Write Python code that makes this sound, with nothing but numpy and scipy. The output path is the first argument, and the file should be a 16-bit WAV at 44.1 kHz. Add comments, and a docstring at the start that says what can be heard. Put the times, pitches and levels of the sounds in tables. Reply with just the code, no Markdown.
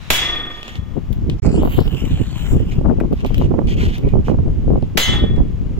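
"""A sharp crack, a ringing steel tube and an echo over the paddies: two firecrackers in an open field.
The microphone's gain control flattens each blast, so the ring of the tube's wall swells out of it.
Between the blasts a fuse hisses and flares close by, and feet brush through grass off to the right.
Gusty wind buffets the two microphone ports throughout, over the soft rush of the breeze."""
import sys
import numpy as np
from scipy import signal
from scipy.fft import rfft, irfft, next_fast_len
from scipy.io import wavfile
from scipy.ndimage import uniform_filter1d, map_coordinates

SR = 44100
rng = np.random.default_rng(int(sys.argv[2]) if len(sys.argv) > 2 else 0)


def put_to_file(sound):
    """Save the sound as 16-bit audio at rate SR, in the file named by the first command-line argument."""
    columns = np.atleast_2d(sound).T  # one column per channel
    safe = np.clip(columns, -1, 1)
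    whole_steps = np.round(safe * 32767)
    wavfile.write(sys.argv[1], SR, whole_steps.astype(np.int16))


N = 255339
TIME = np.arange(N) / SR

# wall modes of the tube: (frequency [Hz], t60 [s], level in first blast [dB], level in second [dB])
TUBE_MODES = [(939, .9, -28, -30), (1206.5, 1.7, -22.5, -33), (1310, .9, -33, -26), (1845, 1.35, -17, -24),
              (2029, .46, -3.5, -9), (2128, .45, -14, -16), (2680, .4, -22, -15), (2779, .44, -9, -15),
              (2949, .42, -8, -19), (3033.4, .38, -19, 2.5), (3313, .5, -20, -24), (3361.2, .94, -4.5, -10),
              (3389, .94, -4, -14.5), (3409, .45, -26, -17), (3493, .5, -17, -14), (3539, .6, -12, -16),
              (3776, .4, -13, -8), (3827, .4, -20, -14), (3920, .3, -24, -20), (4017, .3, -22, -13),
              (4204, .35, -21, -12), (4465, .3, -22, -20), (4861, .3, -20, -19), (5006, .3, -25, -17),
              (5200, .3, -26, -20), (5383, .3, -26, -20), (5780, .3, -26, -20), (6238, .26, -20, -11),
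              (6278, .3, -17, -16), (6430, .3, -26, -14), (6584, .3, -21, -16), (6811, .27, -17, -10),
              (7160, .22, -26, -14), (7455, .22, -21, -13), (7560, .2, -24, -15)]
# high fizz of the fuse and of bright ticks underfoot: (frequency [Hz], level [dB])
FIZZ_SPECTRUM = [(8500, -57), (10300, -14.5), (11800, -14), (13700, -4.5), (15500, -12.5), (17000, -5.5)]


def amp(db):
    """Decibels to gain."""
    return 10 ** (np.asarray(db) / 20)


def unit(x):
    """Scale to rms 1."""
    return x / np.sqrt(np.mean(x ** 2) + 1e-20)


def pan(db):
    """Gains of the two ports for a level of left minus right."""
    return amp(np.vstack([db, -db]) / 2)


def along(points, hz):
    """(Hz, value) points read on a log axis."""
    knots_hz, values = np.transpose(points)
    return np.interp(np.log(hz + 1), np.log(knots_hz), values)


def curves(rows):
    """One value per sample for each column after the time."""
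    times, *columns = np.transpose(rows)
    return [np.interp(TIME, times, column) for column in columns]


def wobble(rate):
    """A smooth random curve, rate knots a second."""
    return map_coordinates(rng.standard_normal(8192), [TIME * rate], mode="wrap")


def swell(start, length, attack_s, release_s):
    """An envelope that rises, holds until length has passed, then dies away."""
    t = TIME - start
    return np.clip(t / attack_s, 0, 1) * np.exp(-np.clip((t - length) / release_s, 0, 20))


def specks(per_s, size_db, life_s):
    """A level of rms 1 with tiny bursts at random moments."""
    hits = (rng.random(N) < per_s / SR) * rng.random(N)
    return unit(1 + amp(size_db) * signal.lfilter([1], [1, -np.exp(-1 / (life_s * SR))], hits))


def add(track, start, sound):
    """Mix a stereo sound in at start seconds."""
    part = track[:, round(start * SR):][:, :sound.shape[1]]
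    part += sound[:, :part.shape[1]]


def filtered(x, response):
    """Filter x by a response given as a function of frequency."""
    size = next_fast_len(x.shape[-1] + 8192)
    return irfft(rfft(x, size) * response(np.fft.rfftfreq(size, 1 / SR)), size)[..., :x.shape[-1]]


def noise(spectrum, alike=0, lag_ms=0, apart_hz=20000, size=N):
    """Stereo noise of rms 1; a shared part fades above apart_hz and reaches the right lag_ms later."""
    white = rng.standard_normal((3, size))
    share = lambda hz: alike / (1 + (hz / apart_hz) ** 2)
    colour = lambda hz: amp(along(spectrum, hz))
    delay = lambda hz: np.exp(np.outer([1, -1], 1j * np.pi * hz * lag_ms / 1000))
    shared = filtered(white[2], lambda hz: colour(hz) * np.sqrt(share(hz)) * delay(hz))
    separate = filtered(white[:2], lambda hz: colour(hz) * np.sqrt(1 - share(hz)))
    return unit(shared + separate)


def patchy(x, depth_db):
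    """Random gain in patches of about 600 Hz by 80 ms."""
    bins = signal.stft(x, nperseg=512)[2]
    patches = uniform_filter1d(rng.standard_normal(bins.shape[1:]), size=7, axis=0)
    patches = uniform_filter1d(patches, size=14, axis=1)
    return unit(signal.istft(bins * amp(depth_db * unit(patches)), nperseg=512)[1][:, :N])


def ragged(x, depth_db):
    """Crowded resonances cut random ridges and valleys into a spectrum."""
    ridges = lambda hz: map_coordinates(rng.standard_normal(2048), [hz / 24], mode="wrap")
    return unit(filtered(x, lambda hz: amp(2 * depth_db * np.tanh(ridges(hz) - .5))))


def dying(x, decay):
    """Each frequency of x fades with its own t60."""
    hz, t, bins = signal.stft(x, SR, nperseg=256)
    fade = amp(-60 * t / along(decay, hz)[:, None])
    return signal.istft(bins * fade, SR, nperseg=256)[1][:, :x.shape[1]]


def breeze():
    """The soft rush of air over the paddies, all round the microphone."""
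    # moving air: (frequency [Hz], level [dB])
    air_spectrum = [(30, 15.5), (200, 8.5), (500, 7), (1000, 4.5), (1600, -3), (3000, -4), (4200, -12.5),
                    (7000, -15.5), (9500, -30.5), (12000, -22), (15500, -23.5)]
    return amp(-45.5 + 0.23 * wobble(1.5)) * noise(air_spectrum, alike=0.48)


def wind():
    """Each port has its own turbulence: slow rumble, lumpy flutter, a rasp at its edge in hard gusts."""
    # steady wind at the microphone: (time [s], level [dB])
    strength = [(0.0, -30), (0.4, -27.5), (0.64, -40.5), (0.77, -25.5), (1.04, -24.5), (1.34, -14),
                (1.4, -29.5), (1.45, -11.5), (1.8, -18), (1.99, -22), (2.15, -18.5), (2.39, -22.5),
                (2.44, -18), (2.55, -23), (2.68, -16.5), (2.8, -15.5), (3.02, -15.5), (3.18, -21.5),
                (3.39, -16.5), (3.85, -13.5), (3.96, -19.5), (4.13, -15), (4.24, -20), (4.4, -15.5),
                (4.78, -14.5), (4.87, -19), (5.06, -25), (5.13, -15), (5.4, -16), (5.55, -21),
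                (5.79, -15.5)]
    # which port it leans on: (time [s], lean to the left [dB])
    side = [(0.3, 13), (0.6, -6), (0.85, 14), (1.15, 5.5), (1.4, -3.5), (1.62, -5), (1.9, -5.5), (2.15, 1),
            (2.38, 10.5), (2.65, 2.5), (3.6, 2.5), (3.95, -4), (4.4, -1), (5.1, -0.5), (5.4, 7), (5.7, 1.5)]
    # gusts on top of it: (time [s], length [s], flutter [dB], rumble [dB], left minus right [dB])
    gusts = [(0.787, 0.019, -47, -15.5, 0), (0.963, 0.037, -23.5, -23.5, 24),
             (1.088, 0.044, -35.5, -16.5, 23), (1.17, 0.064, -52, -26, 10), (1.27, 0.064, -25.5, -25, -1),
             (1.443, 0.073, -20.5, -20, -18), (1.527, 0.16, -20, -22, -1.5),
             (1.773, 0.056, -17.5, -11.5, 26), (1.852, 0.042, -25, -15.5, 2),
             (1.908, 0.073, -26, -18.5, -20), (2.017, 0.07, -24.5, -20, 27), (2.103, 0.058, -30, -14.5, -6),
             (2.196, 0.028, -25.5, -19, -23), (2.509, 0.076, -19.5, -11.5, 5),
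             (2.601, 0.039, -25.5, -12.5, -6), (2.777, 0.026, -17, -10, 3.5),
             (2.844, 0.096, -16.5, -15.5, 28), (2.984, 0.098, -21, -22, 18), (3.116, 0.019, -15.5, -28, -3),
             (3.234, 0.028, -18, -23, -7.5), (3.367, 0.14, -25, -17.5, -5), (3.504, 0.12, -18, -35, -15),
             (3.669, 0.23, -28, -20, -1), (3.986, 0.021, -20, -15.5, -16), (4.028, 0.058, -21, -15.5, 4),
             (4.125, 0.094, -23.5, -14, -2.5), (4.276, 0.078, -19.5, -20.5, 2),
             (4.38, 0.044, -24.5, -15.5, -3), (4.437, 0.078, -25, -18.5, 12),
             (4.676, 0.12, -21, -18.5, 1.5), (4.951, 0.024, -25, -19, 6), (5.084, 0.093, -26, -17, 1),
             (5.216, 0.046, -21.5, -20, -8), (5.268, 0.14, -28.5, -18, 4), (5.369, 0.07, -22.5, -15.5, -17),
             (5.436, 0.048, -27.5, -29, 2.5)]
    # the three parts of the turbulence: (frequency [Hz], level [dB])
    rumble_spectrum = [(8, -15.5), (25, 0.5), (50, -1.5), (100, -4), (170, -9), (260, -16.5), (400, -38.5),
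                       (800, -82), (2000, -120)]
    flutter_spectrum = [(60, -6.5), (160, -2.5), (270, -0.5), (400, -4.5), (550, -15.5), (800, -28.5),
                        (1200, -49), (2000, -68), (4000, -102.5)]
    rasp_spectrum = [(200, -14.5), (600, 6), (1200, -3), (2000, -31), (4000, -64)]
    brisk_db, flutter_growth, rasp_growth = -12, 1.84, 2.13  # flutter outgrows rumble, rasp outgrows both
    attack_s, release_s = 0.024, 0.0075
    strength_db, = curves(strength)
    side_db, = curves(side)
    lean = pan(side_db) ** 2
    lean = lean / lean.mean(axis=0)
    rumble_power = lean * amp(strength_db - 1) ** 2
    flutter_power = lean * amp(brisk_db + flutter_growth * (strength_db - brisk_db) - 10.5) ** 2
    for start, length, flutter_db, rumble_db, pan_db in gusts:
        gust = (unit(pan(pan_db)) * swell(start - attack_s / 2, length, attack_s, release_s)) ** 2
        rumble_power += gust * amp(rumble_db + 2) ** 2
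        flutter_power += gust * amp(flutter_db + 2.5) ** 2
    lumps = np.minimum([wobble(90) + .5 * wobble(28) for port in range(2)], 2)
    rumble = np.sqrt(rumble_power) * unit(noise(rumble_spectrum) * amp(2.8 * lumps))
    flutter = np.sqrt(flutter_power) * unit(noise(flutter_spectrum) * amp(4.17 * lumps))
    rasp_level = amp(brisk_db - 16.5) * (np.sqrt(flutter_power) / amp(brisk_db)) ** rasp_growth
    rasp = rasp_level * unit(noise(rasp_spectrum) * amp(8.1 * np.minimum(lumps, 1)))
    return rumble + flutter + rasp


def buffets(spacing_s=0.004604, step_db=-4.5, count=3):
    """An eddy breaks on a port as one rounded pressure spike with weaker, wider ones behind it."""
    # the hardest eddies: (time [s], level [dB], left minus right [dB], first spike's width [ms])
    eddies = [(0.968, -13.5, 21, 0.54), (1.106, -9, 16, 1.2), (1.293, -5.5, 1.5, 1.12),
              (1.449, -7.5, -25, 0.35), (1.544, -4, -15, 0.64), (1.579, -17, -21, 0.62),
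              (1.622, -8, 29, 0.56), (1.634, 0.5, 24, 0.42), (1.652, -3, -0.5, 0.35),
              (1.675, -6.5, -18, 0.31), (1.789, 2.5, 28, 0.64), (1.801, -24, 20, 0.55),
              (2.042, -2, 22, 1.3), (2.215, 0.5, -36, 1.04), (2.53, -3, -5, 1), (2.542, -14, -1, 0.89),
              (2.603, -2.5, -31, 0.86), (2.782, -6, 14, 1.8), (2.813, -5, -30, 0.71),
              (2.857, -11, 29, 0.29), (2.873, 1, 25, 1), (2.885, -7, 31, 0.56), (2.898, -1.5, 31, 0.36),
              (2.906, -8, 25, 0.32), (2.912, -1, 24, 0.6), (2.934, -5.5, 3, 0.71), (2.987, -2.5, -22, 0.78),
              (3.013, 2, 31, 0.73), (3.037, -10, 26, 0.48), (3.129, 0.5, -2, 0.78), (3.25, -1.5, -32, 0.47),
              (3.307, -9.5, 25, 0.5), (3.415, 1, 32, 0.36), (3.521, -6, -7, 0.59), (3.541, -0.5, -8, 0.54),
              (3.591, 3, -34, 0.45), (3.602, -13, -30, 0.71), (3.618, -7, -30, 0.51),
              (4.139, -1.5, -20, 0.79), (4.156, -2.5, -11, 0.6), (4.169, -6, -27, 0.54),
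              (4.181, -17, -16, 0.98), (4.284, -1, -33, 0.26), (4.299, 1, -20, 0.57),
              (4.316, -0.5, -12, 0.62), (4.346, -10, 17, 0.44), (4.388, -12, 23, 0.38),
              (4.479, -3, 20, 0.9), (4.68, -1, 33, 0.72), (4.705, 1.5, 26, 0.71), (4.716, -2, -8, 0.69),
              (4.734, -9, -14, 0.66), (4.758, -3, -6, 0.58), (4.777, -3, -3, 0.64), (4.828, -7, 3, 0.73),
              (5.24, -0.5, -31, 0.85), (5.403, -7.5, -30, 0.49)]
    out, t, order = np.zeros((2, N)), TIME[:SR // 12], np.arange(count)[:, None]
    lead_s = .01  # room for the first spike to rise
    for start, db, pan_db, width_ms in eddies:
        jitter, polarity = rng.uniform(-1.07, 1, (2, 2, count, 1))
        delay_s = spacing_s * order * (1 + jitter / 2)
        width_s = width_ms / 1000 * (1 + order / 4)
        u = (t - lead_s - delay_s) / width_s
        spikes = np.sign(polarity) * (1 - u ** 2 / 2) / (1 + u ** 2 / 2) ** 3 * amp(step_db * order)
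        ports = pan(pan_db)
        add(out, start - lead_s, amp(db) * ports / ports.max() * spikes.sum(axis=1))
    return filtered(out, lambda hz: 1 / (1 + (hz / 1700) ** 4))  # the port's mesh blunts the spikes


def rustles(bounce_ms=4.1, bounce_gain=0.47):
    """Dry blades scrape over coarser grit, off to the right, heard directly and again off the ground."""
    # scraps settling, then steps through grass: (time [s], length [s], blades [dB], grit [dB])
    scrapes = [(0.35, 0.04, -48, -64), (0.488, 0.13, -44, -66), (0.629, 0.14, -40, -59),
               (2.705, 0.018, -35, -40), (3.153, 0.059, -45.5, -67), (3.236, 0.096, -46, -53),
               (3.333, 0.059, -49, -65), (3.394, 0.062, -40.5, -59), (3.665, 0.072, -36, -45),
               (3.757, 0.052, -37, -52), (3.794, 0.025, -36, -34.5), (3.812, 0.058, -35, -61),
               (3.874, 0.038, -37.5, -60), (3.917, 0.052, -37, -57), (4.016, 0.1, -57, -49.5),
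               (4.24, 0.069, -42, -52)]
    # dry grass and coarse grit underfoot: (frequency [Hz], level [dB])
    grass_spectrum = [(400, 1.5), (1000, -5.5), (1700, -0.5), (2300, 0), (3000, 2.5), (3600, -5),
                      (4400, -10.5), (7000, -14.5), (9300, -31), (11000, -24.5), (15000, -26)]
    grit_spectrum = [(900, -31), (1500, -9), (1900, 6), (2400, 10), (3200, -24), (6000, -40)]
    blade_level, grit_level = sum(amp(dbs)[:, None] * swell(start, length, 0.021, 0.013)
                                  for start, length, *dbs in scrapes)
    grains = unit(amp(1.45 * wobble(700) + 0.52 * wobble(60)))
    crunch = unit(amp(2.5 * wobble(320)))
    crackles = specks(per_s=130, size_db=3, life_s=0.0012)
    blades = noise(grass_spectrum, alike=1.0, lag_ms=-0.29, apart_hz=7900)
    blades = patchy(ragged(blades, 1.7), depth_db=2.5)
    grit = noise(grit_spectrum, alike=0.72, lag_ms=-0.32)
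    direct = blade_level * grains * crackles * blades + grit_level * crunch * grit
    return filtered(direct, lambda hz: 1 + bounce_gain * np.exp(-2j * np.pi * hz * bounce_ms / 1000))


def snaps():
    """Falling scraps, and later stalks and grit, give single dry ticks, some dull and some bright."""
    # ticks of falling scraps after the first blast, then snapping stalks and grit: (time [s], dull part [dB],
    # bright part [dB])
    ticks = [(0.63, -15, -65), (0.68, -14, -63), (0.7554, -18.5, -68), (1.129, -22.5, -36),
             (1.2984, -12.5, -68), (3.1288, -23, -41), (3.206, -22, -66), (3.2468, -16, -50),
             (3.262, -18.5, -36), (3.267, -26, -46), (3.3442, -11, -37), (3.381, -18, -32.5),
             (3.672, -19.5, -58), (3.883, -24, -41), (3.982, -19, -40), (4.088, -25, -49),
             (4.272, -27, -50), (4.824, -23, -76), (5.363, -24, -62), (5.449, -39, -65)]
    # a breaking stalk: (frequency [Hz], level [dB])
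    stalk_spectrum = [(500, 3.5), (1700, -10), (2500, 6), (3300, 5), (4500, -8.5), (6500, -12),
                      (8000, -14.5), (9500, -33), (15000, -29)]
    dull, bright, t = np.zeros((2, N)), np.zeros((2, N)), TIME[:SR // 20]
    envelope = (amp(-60 * t / 0.012) + amp(-17 - 60 * t / 0.27)) * pan(0.8)
    for start, dull_db, bright_db in ticks:
        add(dull, start, amp(dull_db - 11) * envelope)
        add(bright, start, amp(bright_db + 1.5) * envelope)
    return (dull * noise(stalk_spectrum, alike=0.77, lag_ms=-0.22)
            + bright * noise(FIZZ_SPECTRUM, alike=.3, lag_ms=-0.43))


def knock(start=3.002, db=-25.5, t60_s=0.045):
    """A short dry knock close to the microphone."""
    # body of the knock: (frequency [Hz], level [dB])
    spectrum = [(400, -3), (900, -1), (1500, -1), (2500, -3), (3200, -22), (8000, -32)]
    out, t = np.zeros((2, N)), TIME[:SR // 20]
    add(out, start, amp(db - 60 * t / t60_s) * noise(spectrum, alike=0.24, size=len(t)))
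    return out


def hollowed(x, depth_db=-31.5, width_hz=400):
    """A hollow in the hiss wanders as the fuse moves."""
    # centre of the hollow: (time [s], frequency [Hz])
    hollow_path = [(1.45, 3080), (1.58, 3760), (1.62, 5200), (1.76, 5260), (1.85, 6700), (1.95, 4140),
                   (2.1, 4900), (2.3, 5230), (2.42, 4830), (2.6, 4270)]
    hz, t, bins = signal.stft(x, SR, nperseg=512)
    centre_hz = np.interp(t, *np.transpose(hollow_path))
    notch = amp(depth_db * np.exp(-((hz[:, None] - centre_hz) / width_hz) ** 2))
    return signal.istft(bins * notch, SR, nperseg=512)[1][:, :N]


def fuse(lit_s=1.368, fizz_from_s=1.9, sink_db_per_s=2.5):
    """The fuse sputters and flares as it is carried close past the ports and lowered into the tube."""
    # flare-ups: (time [s], length [s], hiss [dB], sizzle [dB], fizz [dB])
    flares = [(1.421, 0.056, -37, -45.5, -80), (1.512, 0.052, -52, -45, -80), (1.61, .06, -52, -71, -41),
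              (1.674, 0.12, -38.5, -56, -38), (1.82, 0.12, -62, -67, -48.5),
              (1.91, 0.17, -40.5, -54.5, -50.5), (2.09, 0.28, -39.5, -53, -68),
              (2.348, 0.16, -37, -49.5, -46.5), (2.467, 0.055, -50, -44, -46)]
    # where the fuse is: (time [s], lead at the left port [ms], left minus right [dB])
    path = [(1.42, 0.079, 3), (1.6, 0.23, 1), (1.76, 0.27, -3.5), (1.91, 0.11, 0), (2.3, 0.085, -0.5),
            (2.52, 0.14, -0.5), (2.7, 0.096, -2)]
    # burning powder: (frequency [Hz], level [dB])
    hiss_spectrum = [(900, 7), (1900, 4.5), (2400, 5.5), (3000, 13.5), (3700, 2), (4600, 2.5), (5400, -3),
                     (6300, -5.5), (8500, -26), (10000, -28), (11000, -80)]
    sizzle_spectrum = [(4000, -34), (5800, -17), (6500, -17.5), (7050, 4.5), (7600, 3), (8300, -8.5),
                       (9800, -12), (11000, -52)]
    burn = swell(lit_s, length=1.35, attack_s=0.059, release_s=0.092)  # ends as the microphone draws back
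    burn *= amp(-41 - sink_db_per_s * (TIME - lit_s))
    levels = np.array([burn, amp(-20) * burn, amp(-12) * burn * (TIME > fizz_from_s)])
    for start, length, *flare_db in flares:
        levels = np.hypot(levels, amp(flare_db)[:, None] * swell(start, length, 0.029, 0.04))
    hiss_level, sizzle_level, fizz_level = levels
    sparks = lambda: unit(amp(2.2 * wobble(380)))
    hiss = hiss_level * sparks() * patchy(noise(hiss_spectrum, alike=0.82), depth_db=3.0)
    sizzle = sizzle_level * sparks() * noise(sizzle_spectrum, alike=0.2)
    fizz = fizz_level * patchy(noise(FIZZ_SPECTRUM, alike=0.25), depth_db=3.0)
    spits = specks(per_s=140, size_db=2.5, life_s=0.002)  # grains of powder
    left, right = hollowed(hiss + sizzle + fizz) * spits
    sputter = unit(amp(0.19 * wobble(140) + wobble(30.09)))
    lead_ms, pan_db = curves(path)
    left = map_coordinates(left, [np.arange(N) + lead_ms * SR / 1000], order=5)
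    return sputter * pan(pan_db) * np.array([left, right])


def smoke():
    """Smoke rushes from the muzzle with a faint whistle until the first charge bursts."""
    # jet of smoke: (frequency [Hz], level [dB])
    spectrum = [(600, -8), (1200, -1), (2800, 0), (3500, -4), (3900, 3), (4400, -10), (7000, -14),
                (9000, -23), (15000, -27)]
    rush = swell(start=-0.01, length=0.105, attack_s=0.029, release_s=0.0075)
    return amp(-43) * rush * noise(spectrum, alike=0.2)


def thinned(x, valley_db, width_hz=55, above_hz=2200):
    """The treble is thinned between the strong ringing tones, so the blast sounds like a clang."""
    near = lambda hz: np.max([1 / (1 + ((hz - mode[0]) / width_hz) ** 4) for mode in TUBE_MODES], axis=0)
    treble = lambda hz: (hz > above_hz) & (hz < TUBE_MODES[-1][0])
    return filtered(x, lambda hz: amp(-valley_db * (1 - near(hz)) * treble(hz)))


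def field_echo(t, ragged_db, valley_db):
    """Banks and hedges across the field answer the blast one after another."""
    # the returning sound: (frequency [Hz], level [dB])
    spectrum = [(40, -33), (300, 3), (700, 6.5), (1300, 5.5), (2300, 8), (3200, -2), (4500, -10),
                (8000, -17.5), (15000, -25.5)]
    # its decay: (frequency [Hz], t60 [s])
    decay = [(100, 2.74), (500, 0.89), (2000, 0.86), (5000, 0.73), (15000, 0.78)]
    returns = (1 - np.exp(-t / 0.023)) * amp(2.0 * wobble(49.0))[:len(t)]
    wash = ragged(noise(spectrum, alike=1.0, apart_hz=3070, size=len(t)), ragged_db)
    return returns * dying(thinned(wash, 0.12 * valley_db), decay)


def shell_clang(t, ragged_db, valley_db):
    """The tube's crowd of weak, short wall modes merges into a clang."""
    # the steel shell: (frequency [Hz], level [dB])
    spectrum = [(700, 2), (1400, -6.5), (2200, -1.5), (3300, -3), (4600, -12), (6600, -8.5), (9000, -16.5),
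                (11000, -8.5), (15000, -12)]
    # its decay: (frequency [Hz], t60 [s])
    decay = [(700, 0.11), (2200, 0.31), (4000, 0.45), (7000, 0.31), (11000, 0.18), (16000, 0.2)]
    crowd = ragged(noise(spectrum, size=len(t)), 2 * ragged_db)
    return dying(thinned(crowd, valley_db), decay)


def wall_ring(shot, t, waver_db=4.5, steady_t60_s=1.0):
    """The tube's strong modes, out of phase at the two ports; short ones waver, long ones fade evenly."""
    chance, ring = rng.uniform(-1.15, 1, (len(TUBE_MODES), 48)), 0
    for k, ((hz, t60, *levels), (skew, *knots)) in enumerate(zip(TUBE_MODES, chance)):
        unsteady = max(1 / t60 - 1 / steady_t60_s, 0)
        phase = np.array([[0.8], [-0.8]]) * (1 - min(unsteady, 1) * (1 - skew))
        waver = waver_db * unsteady * np.interp(t, np.linspace(0, t[-1], len(knots)), knots)
        polarity = (-1) ** k  # neighbours start opposed, so close pairs swell and beat
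        ring += polarity * amp(levels[shot] + waver - 60 * t / t60) * np.sin(2 * np.pi * hz * t + phase)
    return np.sqrt(2) * ring


def muzzle_crack(t, ragged_db, valley_db):
    """A shock leaves the muzzle with uneven spurts of gas, coloured by the tube."""
    # the bursting charge: (frequency [Hz], level [dB])
    spectrum = [(30, -13), (120, 1), (350, -3), (600, -5), (1100, -5.5), (2200, -2), (3500, -2),
                (5000, -10.5), (7500, -12), (9000, -25), (11000, -13), (15000, -15.5)]
    shock = amp(6.5 - 60 * t / 0.098) * noise(spectrum, alike=0.53, apart_hz=2200, size=len(t))
    spurts = amp(0.62 * wobble(420))[:len(t)]
    gas = ragged(noise(spectrum, alike=0.29, apart_hz=1850, size=len(t)), 0.71 * ragged_db)
    jet = amp(8.5 - 60 * t / 0.06) * spurts * gas
    return shock + thinned(jet, 0.14 * valley_db)


def gain_control(x, ceiling_db, hold_share):
    """Loud sound is held near the ceiling; the gain returns as it fades."""
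    power = uniform_filter1d(np.mean(x ** 2, axis=0), size=1600)
    return x * (1 + (power / amp(ceiling_db) ** 2) ** 2) ** (-hold_share / 4)


def blasts():
    """Each charge cracks out of the muzzle, rings the steel and rolls back from the field."""
    # firecrackers: (time [s], crack [dB], ring [dB], clang [dB], echo [dB],
    # extra damping of clang and echo [dB/s], raggedness [dB], burst time [ms])
    charges = [(0.102, 8, -5.5, 8.5, -12.5, 1.5, 2, 1.2), (4.972, 14.5, -0.5, 6.5, -13.5, 27.5, 1.5, 3.4)]
    valleys_db = (3, 15)  # thinning of the clang's treble, first and second blast
    out, t = np.zeros((2, N)), TIME[:3 * SR // 2]
    # the slow low-pressure wave behind the shock front
    suction = -.16 * (1 - t / 0.13) * np.exp(-t / 0.13) * (1 - np.exp(-t / 0.0074))
    # the front slips past the gain control
    overshoot = 1 + amp(-8) * np.exp(-t / 0.0024) + 1.14 * np.exp(-t / 0.032)
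    for shot, (charge, valley_db) in enumerate(zip(charges, valleys_db)):
        start, crack_db, ring_db, clang_db, echo_db, damping, ragged_db, burst_ms = charge
        crack = amp(crack_db) * muzzle_crack(t, ragged_db, valley_db)
        clang = amp(clang_db) * shell_clang(t, ragged_db, valley_db)
        ring_level = amp(ring_db - damping * t ** 2 / 0.33)  # holds, then falls away
        ring = ring_level * wall_ring(shot, t) * pan(1)
        echo = amp(echo_db) * field_echo(t, ragged_db, valley_db)
        bang = crack + ring + (clang + echo) * amp(-damping * t)
        rise = 1 - 1.08 * np.exp(-1000 * t / burst_ms)  # the case bursts over a few milliseconds
        held = rise * gain_control(bang, ceiling_db=-20, hold_share=0.86)
        add(out, start, held * overshoot + suction)
    return out


def scene():
    """The tube, the footsteps and the weather as they reach the microphone's two ports."""
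    return smoke() + blasts() + wind() + buffets() + fuse() + rustles() + snaps() + knock() + breeze()


def record(dry):
    """The sound drops out for a moment, peaks are rounded off and the top of the band is lost."""
    gap_from_s, gap_to_s, top_hz = 1.399, 1.421, 15900
    outside_gap = (TIME < gap_from_s) | (TIME > gap_to_s)
    live = uniform_filter1d(1.0 * outside_gap, size=120, mode="constant")
    rounded = dry / (1 + dry ** 4) ** (1 / 4)
    return filtered(rounded * live, lambda hz: 1 / (1 + (hz / top_hz) ** 100))


dry = scene()
out = record(dry)
put_to_file(out)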